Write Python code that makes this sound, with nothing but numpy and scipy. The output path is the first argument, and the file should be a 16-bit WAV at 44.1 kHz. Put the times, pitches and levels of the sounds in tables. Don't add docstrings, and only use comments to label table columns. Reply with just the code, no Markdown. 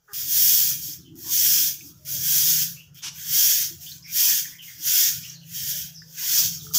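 import sys
import numpy as np
from scipy import signal
from scipy.fft import rfft, irfft
from scipy.io import wavfile

SR = 44100
rng = np.random.default_rng(int(sys.argv[2]) if len(sys.argv) > 2 else 0)


def int16_out(signal):
    q = np.round(np.clip(np.atleast_2d(signal).T, -1, 1) * 32767)
    wavfile.write(sys.argv[1], SR, q.astype(np.int16))


N = 298998
TIME = np.arange(N) / SR

# pitch_hz [Hz], relative_level_db [dB]
STEM_COLOUR = [(350, -62), (600, -42), (726, -41.5), (966, -41), (1580, -17.5), (2790, -13.5), (3290, -9),
               (4090, -12.5), (4750, -7), (5660, -1.5), (6400, -1), (8070, -12), (9370, -13.5), (14700, -1),
               (15500, 0.5)]
# start_s [s], level_db [dB], fade_by_60_db_s [s]
LANDINGS = [(.133, -28, .1), (1.155, -47, 0.18), (2.05, -40, .12), (2.945, -47, 0.13),
            (6.737, -21.5, 0.085)]


def broom():
    # pitch_hz [Hz], width_hz [Hz], boost_db [dB]
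    stem_peaks = [(1632, 110, 6), (3284, 180, 3.5), (4100, 290, -2), (6160, 240, -2), (11470, 220, -2),
                  (11700, 200, 2), (12800, 180, 2), (14650, 320, 2.5)]
    fine = slips(per_s=26000, spread_db=-1.0)
    coarse = slips(per_s=1500, spread_db=1.5)
    friction = near_walls(fine + gain_of(-10.0) * coarse)
    catching = gain_of(0.54 * wander(rate_hz=240) + 0.64 * wander(rate_hz=14))
    drive = yard(friction * catching * gain_of(contact(TIME)[0]), wet_db=-17)
    hz, t, z = signal.stft(drive, SR, nperseg=512, noverlap=384)

    peaks_db = sum(db * np.exp(-((hz - f) / width) ** 2) for f, width, db in stem_peaks)
    colour_db = read(STEM_COLOUR, hz) + peaks_db
    power = gain_of(colour_db) ** 2 / len(hz)
    bands_hz = [(4500, 8000), (1400, 2500), (10000, 15500)]
    hiss, rasp, sheen = (10 * np.log10(power[(hz > lo) & (hz < hi)].sum()) for lo, hi in bands_hz)

    level_db, rasp_db, sheen_db = contact(t)
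    low_share = read([(2000, 1.0), (4600, 0.019)], hz)[:, None]
    high_share = read([(6600, 0.11), (8800, 1.0), (13000, 1)], hz)[:, None]
    low_tilt_db = low_share * (rasp_db - rasp + hiss)
    high_tilt_db = high_share * (sheen_db - sheen + hiss + 0.52)
    stalk_share = read([(650, 0.0), (1000, 0.49), (1600, 0.0)], hz)[:, None]
    stalks_db = stalk_share * np.clip(level_db + 32.5, -15, 5)
    depth_db = read([(1000, 2.8), (3000, 1.5), (6000, .8), (15000, .5)], hz)[:, None]
    shifting_db = depth_db * patches(z.shape, width_hz=290, last_s=0.15)
    shifting_db = shifting_db + 0.8 * patches(z.shape, width_hz=730, last_s=0.04)
    lightness = np.interp(level_db, [-45, -27], [1.8, 1])

    total_db = colour_db[:, None] - hiss + low_tilt_db + high_tilt_db
    total_db = total_db + stalks_db + lightness * shifting_db
    swept = signal.istft(z * gain_of(total_db), SR, nperseg=512, noverlap=384)[1][:N]
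    return gain_of(-0.55) * swept


def swing(t, s, held, db, press_db_per_s, lift_db_per_s, rasp_db, sheen_db):
    arch_db = 4
    dulling_db = 1.04
    rasp_follows, sheen_follows = 0.91, 1.066
    along = np.clip(2 * (t - s) / held - 1, -1, 1)
    pressing_db = press_db_per_s * np.maximum(s - t, 0)
    lifting_db = lift_db_per_s * np.maximum(t - s - held, 0)
    below = arch_db * along ** 2 + pressing_db + lifting_db
    rasp = rasp_db - rasp_follows * below
    sheen = sheen_db - sheen_follows * below - dulling_db * along
    return db + np.array([-below, rasp, sheen])


def contact(t):
    # full_contact_s [s], held_s [s], hiss_db [dB],
    # press_db_per_s [dB/s], lift_db_per_s [dB/s], rasp_db, sheen_db [dB against the hiss]
    strokes = [(0.329, 0.37, -22.5, 185, 121, -20, 5), (1.337, 0.347, -22, 194, 204, -21, 2.5),
               (2.268, 0.36, -22.5, 121, 156, -19.5, 2.5), (3.332, 0.29, -21.5, 188, 166, -18.5, 2),
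               (4.163, 0.22, -22, 310.0, 148, -17, 2), (4.872, 0.22, -21, 276, 134, -18.7, 0.6),
               (5.564, 0.26, -32.5, 190, 147, -15.5, 1.5), (6.31, 0.16, -22, 127, 134, -25, -1.1),
               (6.75, 0.48, -15.5, 750.0, 160.0, -32, -2.5)]
    # start_s [s], held_s [s], hiss_db [dB],
    # rasp_db, sheen_db [dB against the hiss]
    light_drags = [(0.144, 0.12, -34.5, -15.9, 3.5), (0.821, 0.12, -35.5, -27, 1.5),
                   (1.189, 0.097, -47, -36, 4), (1.796, 0.118, -48.8, -33, 1.5),
                   (2.078, 0.13, -33.5, -18.4, 3.5), (2.949, 0.061, -51.5, -13, -1),
                   (3.159, 0.12, -42, -11.8, -0.5), (3.816, 0.156, -41.5, -20.5, -1),
                   (4.631, 0.13, -46, -15.5, 0.5), (5.223, 0.11, -42.5, -13.9, -7.1),
                   (6.189, 0.23, -31, -12, 0.5), (6.626, 0.23, -43.5, -24, -0.5)]
    # middle_s [s], width_s [s], extra_db [dB]
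    grips = [(1.32, 0.015, 1.5), (2.385, 0.023, 2), (4.205, .02, 0.5), (5.7, .03, 1.5), (6.395, 0.018, 3)]
    drag_press_db_per_s, drag_lift_db_per_s = 532, 265
    airborne_s, airborne_db, touch_s = 0.078, -10.5, 0.0068
    rest_db = -77.5

    drags = [(s, held, db, drag_press_db_per_s, drag_lift_db_per_s, rasp, sheen)
             for s, held, db, rasp, sheen in light_drags]
    power = sum(gain_of(swing(t, *row)) ** 2 for row in list(strokes) + drags)
    lifted = sum(np.interp(t - s, [-airborne_s, 0, touch_s], [0, 1, 0]) for s, _, _ in LANDINGS)
    rest_power = gain_of(rest_db + np.array([[0], [-12], [-8]])) ** 2
    hiss, rasp, sheen = 10 * np.log10(power * gain_of(airborne_db * lifted) ** 2 + rest_power)
    grip_db = sum(db * np.exp(-((t - s) / width) ** 2) for s, width, db in grips)
    return hiss + grip_db, rasp - hiss - grip_db, sheen - hiss


def tips():
    level_db = contact(TIME)[0]
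    ticks = slips(per_s=240, spread_db=5) * gain_of(np.minimum(level_db - 11, -35))
    spatter = slips(per_s=5400, spread_db=4)
    for s, db, t60 in LANDINGS:
        t = np.arange(0, t60, 1 / SR)
        add(ticks, s, gain_of(db - 60 * t / t60) * spatter[:len(t)])
    # pitch_hz [Hz], change_db [dB]
    tip_tilt = [(1500, -5.5), (5000, -2), (11000, 3), (15000, 2)]
    hz = np.fft.rfftfreq(N, 1 / SR)
    colour = evened(gain_of(read(STEM_COLOUR, hz) + read(tip_tilt, hz)))
    return yard(irfft(rfft(ticks) * colour, N), wet_db=-10)


def feet():
    # start_s [s], length_s [s], level_db [dB], centre_hz [Hz],
    # width_octaves [octaves to each side]
    scuffs = [(0.07, 0.08, -53.5, 1390, 0.44), (1.234, .1, -56.5, 1000, 0.23),
              (4.19, 0.15, -54.5, 1000, 0.14), (6.192, 0.095, -58, 976, 0.18),
              (6.333, 0.13, -52.5, 1100, 0.54), (6.725, 0.12, -45, 1210, 0.47)]
    # start_s [s], relative_level_db [dB], ring_hz [Hz], fade_by_60_db_s [s]
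    sandal_taps = [(.079, -41, 1300, .06), (.932, -20, 5540, 0.024), (1.806, -37, 2480, 0.06),
                   (3.865, -34, 3300, 0.21), (3.917, -26.5, 4170, 0.042), (4.075, -44, 2400, 0.066),
                   (4.448, -29.5, 1870, 0.083), (5.297, -20, 6040, 0.033), (6.019, -35.5, 1750, 0.042),
                   (6.667, -36, 1340, 0.035), (6.708, -42, 1260, 0.088)]
    # pitch_hz [Hz], relative_level_db [dB]
    sole_colour = [(500, -50), (900, -9), (1900, -9.5), (3000, 0.5), (4200, -5.5), (5700, 4), (8500, -12.5),
                   (13000, -15)]
    slide_s, slide_length_s, slide_db = 3.012, 0.1, -32
    out = np.zeros(N)
    for s, length, db, hz, octaves in scuffs:
        t = np.arange(0, length, 1 / SR)
        add(out, s, gain_of(db) * rub(t, hz, octaves) * signal.windows.tukey(len(t), .7))
    size = int(slide_length_s * SR)
    add(out, slide_s, gain_of(slide_db) * noise(sole_colour)[:size] * signal.windows.tukey(size, .7))
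    t = np.arange(SR // 5) / SR
    onset = 0.45 * (1 - np.exp(-t / 0.0011))
    for s, db, hz, t60 in sandal_taps:
        add(out, s, gain_of(db - 60 * t / t60) * rub(t, hz, octaves=0.17) * onset)
    return yard(out, wet_db=-8.5)


def birds():
    # start_s [s], length_s [s], start_hz [Hz], end_hz [Hz], relative_level_db [dB]
    chirps = [(1, 0.042, 4680, 3300, -60), (1.04, 0.064, 3180, 2870, -56.5),
              (2.753, 0.076, 2540, 3130, -48.5), (2.959, 0.067, 3180, 3650, -47.5),
              (4.018, .06, 5240, 5650, -43), (4.028, 0.11, 2206, 2530, -47),
              (4.508, 0.067, 1810, 2250, -48.5), (4.579, 0.072, 3310, 2690, -42.5),
              (4.66, 0.081, 2180, 1905, -47.5), (5.227, 0.0485, 2455, 3090, -41.5),
              (5.327, 0.064, 4840, 3830, -50), (5.399, 0.056, 3320, 2850, -52),
              (5.926, 0.091, 6280, 4720, -42), (6.59, 0.038, 4000, 3350, -45)]
    out, rasp, waver = np.zeros(N), wander(rate_hz=390), wander(rate_hz=77)
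    for s, length, start_hz, end_hz, db in chirps:
        span = slice(int(s * SR), int((s + length) * SR))
        size = span.stop - span.start
        hz = np.geomspace(start_hz, end_hz, size) * (1 + 0.0314 * waver[span])
        whistle = np.sin(2 * np.pi * np.cumsum(hz) / SR)
        voice = (.7 + .7 * rasp[span]) * whistle
        add(out, s, gain_of(db) * voice * signal.windows.tukey(size, .6))
    return yard(out, wet_db=0.0)


def hoots():
    # [dB, for the whole set of overtones]
    far_hoots = [(0.084, 0.052, 411, -56.5, -1), (1.98, 0.2, 617, -62.5, -32),
                 (2.114, 0.082, 600, -55, -30), (3.465, 0.1, 605, -59, -30), (3.7, 0.062, 337, -51.5, -27),
                 (3.775, 0.13, 692, -67, -32), (5.7, 0.09, 610, -58, -30), (6.628, 0.12, 434, -55, -17)]
    out, waver = np.zeros(N), wander(rate_hz=73)
    for s, length, hz, db, overtones_db in far_hoots:
        n = int(length * SR)
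        wavering_hz = hz * (1 + .014 * waver[int(s * SR):][:n])
        phase = 2 * np.pi * np.cumsum(wavering_hz) / SR
        overtones = .7 * np.sin(2 * phase) + 1.6 * np.sin(3 * phase) + np.sin(4 * phase)
        tone = np.sin(phase) + gain_of(overtones_db) * overtones
        add(out, s, gain_of(db) * tone * signal.windows.tukey(n, .5))
    return yard(out, wet_db=-17)


def hum():
    # pitch_hz [Hz], relative_level_db [dB]
    hum_lines = [(162.6, 2), (136.2, -0.5)]
    # pitch_hz [Hz], relative_level_db [dB]
    rumble_colour = [(12, -59), (20, -23), (32, -25), (43, -27.5), (72, -5.5), (103, -2.5), (150, 0),
                     (168, -1.5), (199, -12.5), (230, -18), (300, -47), (510, -120)]
    upper_colour = [(150, -22), (210, -4.5), (265, 1), (300, 6.5), (335, 4.5), (370, -4), (410, -13),
                    (460, -37), (700, -58)]
    air_colour = [(20, 11.5), (200, 5), (450, 7.5), (900, 3), (1500, 7), (2300, -14), (6000, -11),
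                  (9000, -24), (16000, -26)]
    # time_s [s], relative_level_db [dB]
    drone_curve = [(0.16, -50), (0.64, -55), (0.73, -46), (1.12, -56), (1.5, -47.5), (1.79, -59.5),
                   (2.27, -43), (2.75, -45), (2.94, -61.5), (3.32, -43), (3.42, -52.5), (5.05, -59.5),
                   (5.14, -47), (5.62, -46), (6.0, -49.5), (6.77, -50)]
    rumble_curve = [(0.16, -57), (0.73, -60), (0.93, -59), (3.029, -62), (4.47, -63.0), (4.66, -67.5),
                    (5.72, -56.0), (6.2, -70), (6.48, -52), (6.77, -58.5)]
    upper_curve = [(0.16, -72), (0.83, -57.5), (1.88, -55), (1.98, -71), (2.17, -56.5), (2.36, -76),
                   (2.55, -57.5), (2.84, -74.5), (3.7, -60.5), (3.9, -68), (5.72, -73), (6.1, -82.5),
                   (6.58, -57.5), (6.77, -65)]
    drone_db = follow(drone_curve, TIME)[0]
    rumble_db = follow(rumble_curve, TIME)[0]
    upper_db = follow(upper_curve, TIME)[0]

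    drone = np.zeros(N)
    for hz, db in hum_lines:
        level = gain_of(db + 2.7 * wander(rate_hz=2.3))
        wavering_hz = hz + 3 * wander(rate_hz=8.2)
        drone += level * np.sin(2 * np.pi * np.cumsum(wavering_hz) / SR)
    rumble = gain_of(rumble_db + 5.5 + 3.7 * wander(rate_hz=9.1)) * noise(rumble_colour)
    upper = gain_of(upper_db - 1.5 + 5 * wander(rate_hz=9.2)) * noise(upper_colour)
    air = gain_of(-70.5) * uneven(noise(air_colour), depth_db=5.5, width_hz=250, last_s=.15)
    present = np.clip((TIME - .128) / 0.0028, .04, 1)
    low = gain_of(drone_db - 2) * evened(drone) + rumble + upper
    return present * low + air * np.maximum(present, .6)


def yard(x, wet_db):
    # pitch_hz [Hz], fade_by_60_db_s [s]
    echo_times = [(200, 0.9), (2000, 0.23), (6000, 0.44), (15000, 0.31)]
    t = np.arange(SR // 2) / SR
    scattered = rng.random(len(t)) < .08
    echoes = rng.standard_normal(len(t)) * scattered * (t > .006)
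    hz, s, z = signal.stft(echoes, SR, nperseg=256)
    fade = gain_of(-60 * s / read(echo_times, hz)[:, None])
    tail = signal.istft(z * fade, SR, nperseg=256)[1]
    return x + gain_of(wet_db) * signal.fftconvolve(x, tail / np.linalg.norm(tail))[:N]


def near_walls(x, count=7):
    out = x.copy()
    for delay_s, sign in zip(rng.uniform(.0004, .009, count), rng.choice([-1, 1], count)):
        add(out, delay_s, sign * .09 * x)
    return evened(out)


def slips(per_s, spread_db):
    size = gain_of(spread_db * np.minimum(rng.exponential(1, N), 4))
    return evened(size * rng.choice([-1, 1], N) * (rng.random(N) < per_s / SR))


def rub(t, hz, octaves):
    away = np.log2((np.fft.rfftfreq(SR, 1 / SR) + 1) / hz) / octaves
    return evened(irfft(rfft(rng.standard_normal(SR)) / (1 + away ** 6), SR))[:len(t)]


def noise(points):
    colour = gain_of(read(points, np.fft.rfftfreq(N, 1 / SR)))
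    return evened(irfft(rfft(rng.standard_normal(N)) * colour, N))


def uneven(x, depth_db, width_hz, last_s):
    z = signal.stft(x, SR, nperseg=512, noverlap=384)[2]
    z = z * gain_of(depth_db * patches(z.shape, width_hz, last_s))
    return evened(signal.istft(z, SR, nperseg=512, noverlap=384)[1][:N])


def patches(shape, width_hz, last_s):
    across = np.fft.fftfreq(shape[0], SR / 512)[:, None] * width_hz
    along = np.fft.fftfreq(shape[1], 128 / SR) * last_s
    smoothing = np.exp(-across ** 2 - along ** 2)
    return evened(np.fft.ifft2(np.fft.fft2(rng.standard_normal(shape)) * smoothing).real)


def wander(rate_hz):
    t = np.linspace(0, N / SR, 16384)
    smoothing = np.exp(-(np.fft.rfftfreq(len(t), t[1]) / rate_hz) ** 2)
    slow = irfft(rfft(rng.standard_normal(len(t))) * smoothing)
    return np.interp(TIME, t, evened(slow))


def gain_of(db):
    return 10 ** (np.asarray(db) / 20)


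def evened(x):
    return x / np.sqrt(np.mean(x ** 2) + 1e-20)


def read(points, hz):
    f, value = np.transpose(points)
    return np.interp(np.log(hz + 1), np.log(f + 1), value)


def follow(rows, t):
    s, *columns = np.transpose(rows)
    return [np.interp(t, s, column) for column in columns]


def add(mix, s, sound):
    part = mix[max(round(s * SR), 0):][:len(sound)]
    part += sound[:len(part)]


def scene():
    middle = broom() + tips() + feet() + birds() + hoots() + hum()
    return np.array([middle, middle])


def record(dry):
    low_pass = signal.firwin(601, 15600, window=("kaiser", 9), fs=SR)
    return signal.oaconvolve(dry, low_pass[None], "same")


dry = scene()
out = record(dry)
int16_out(out)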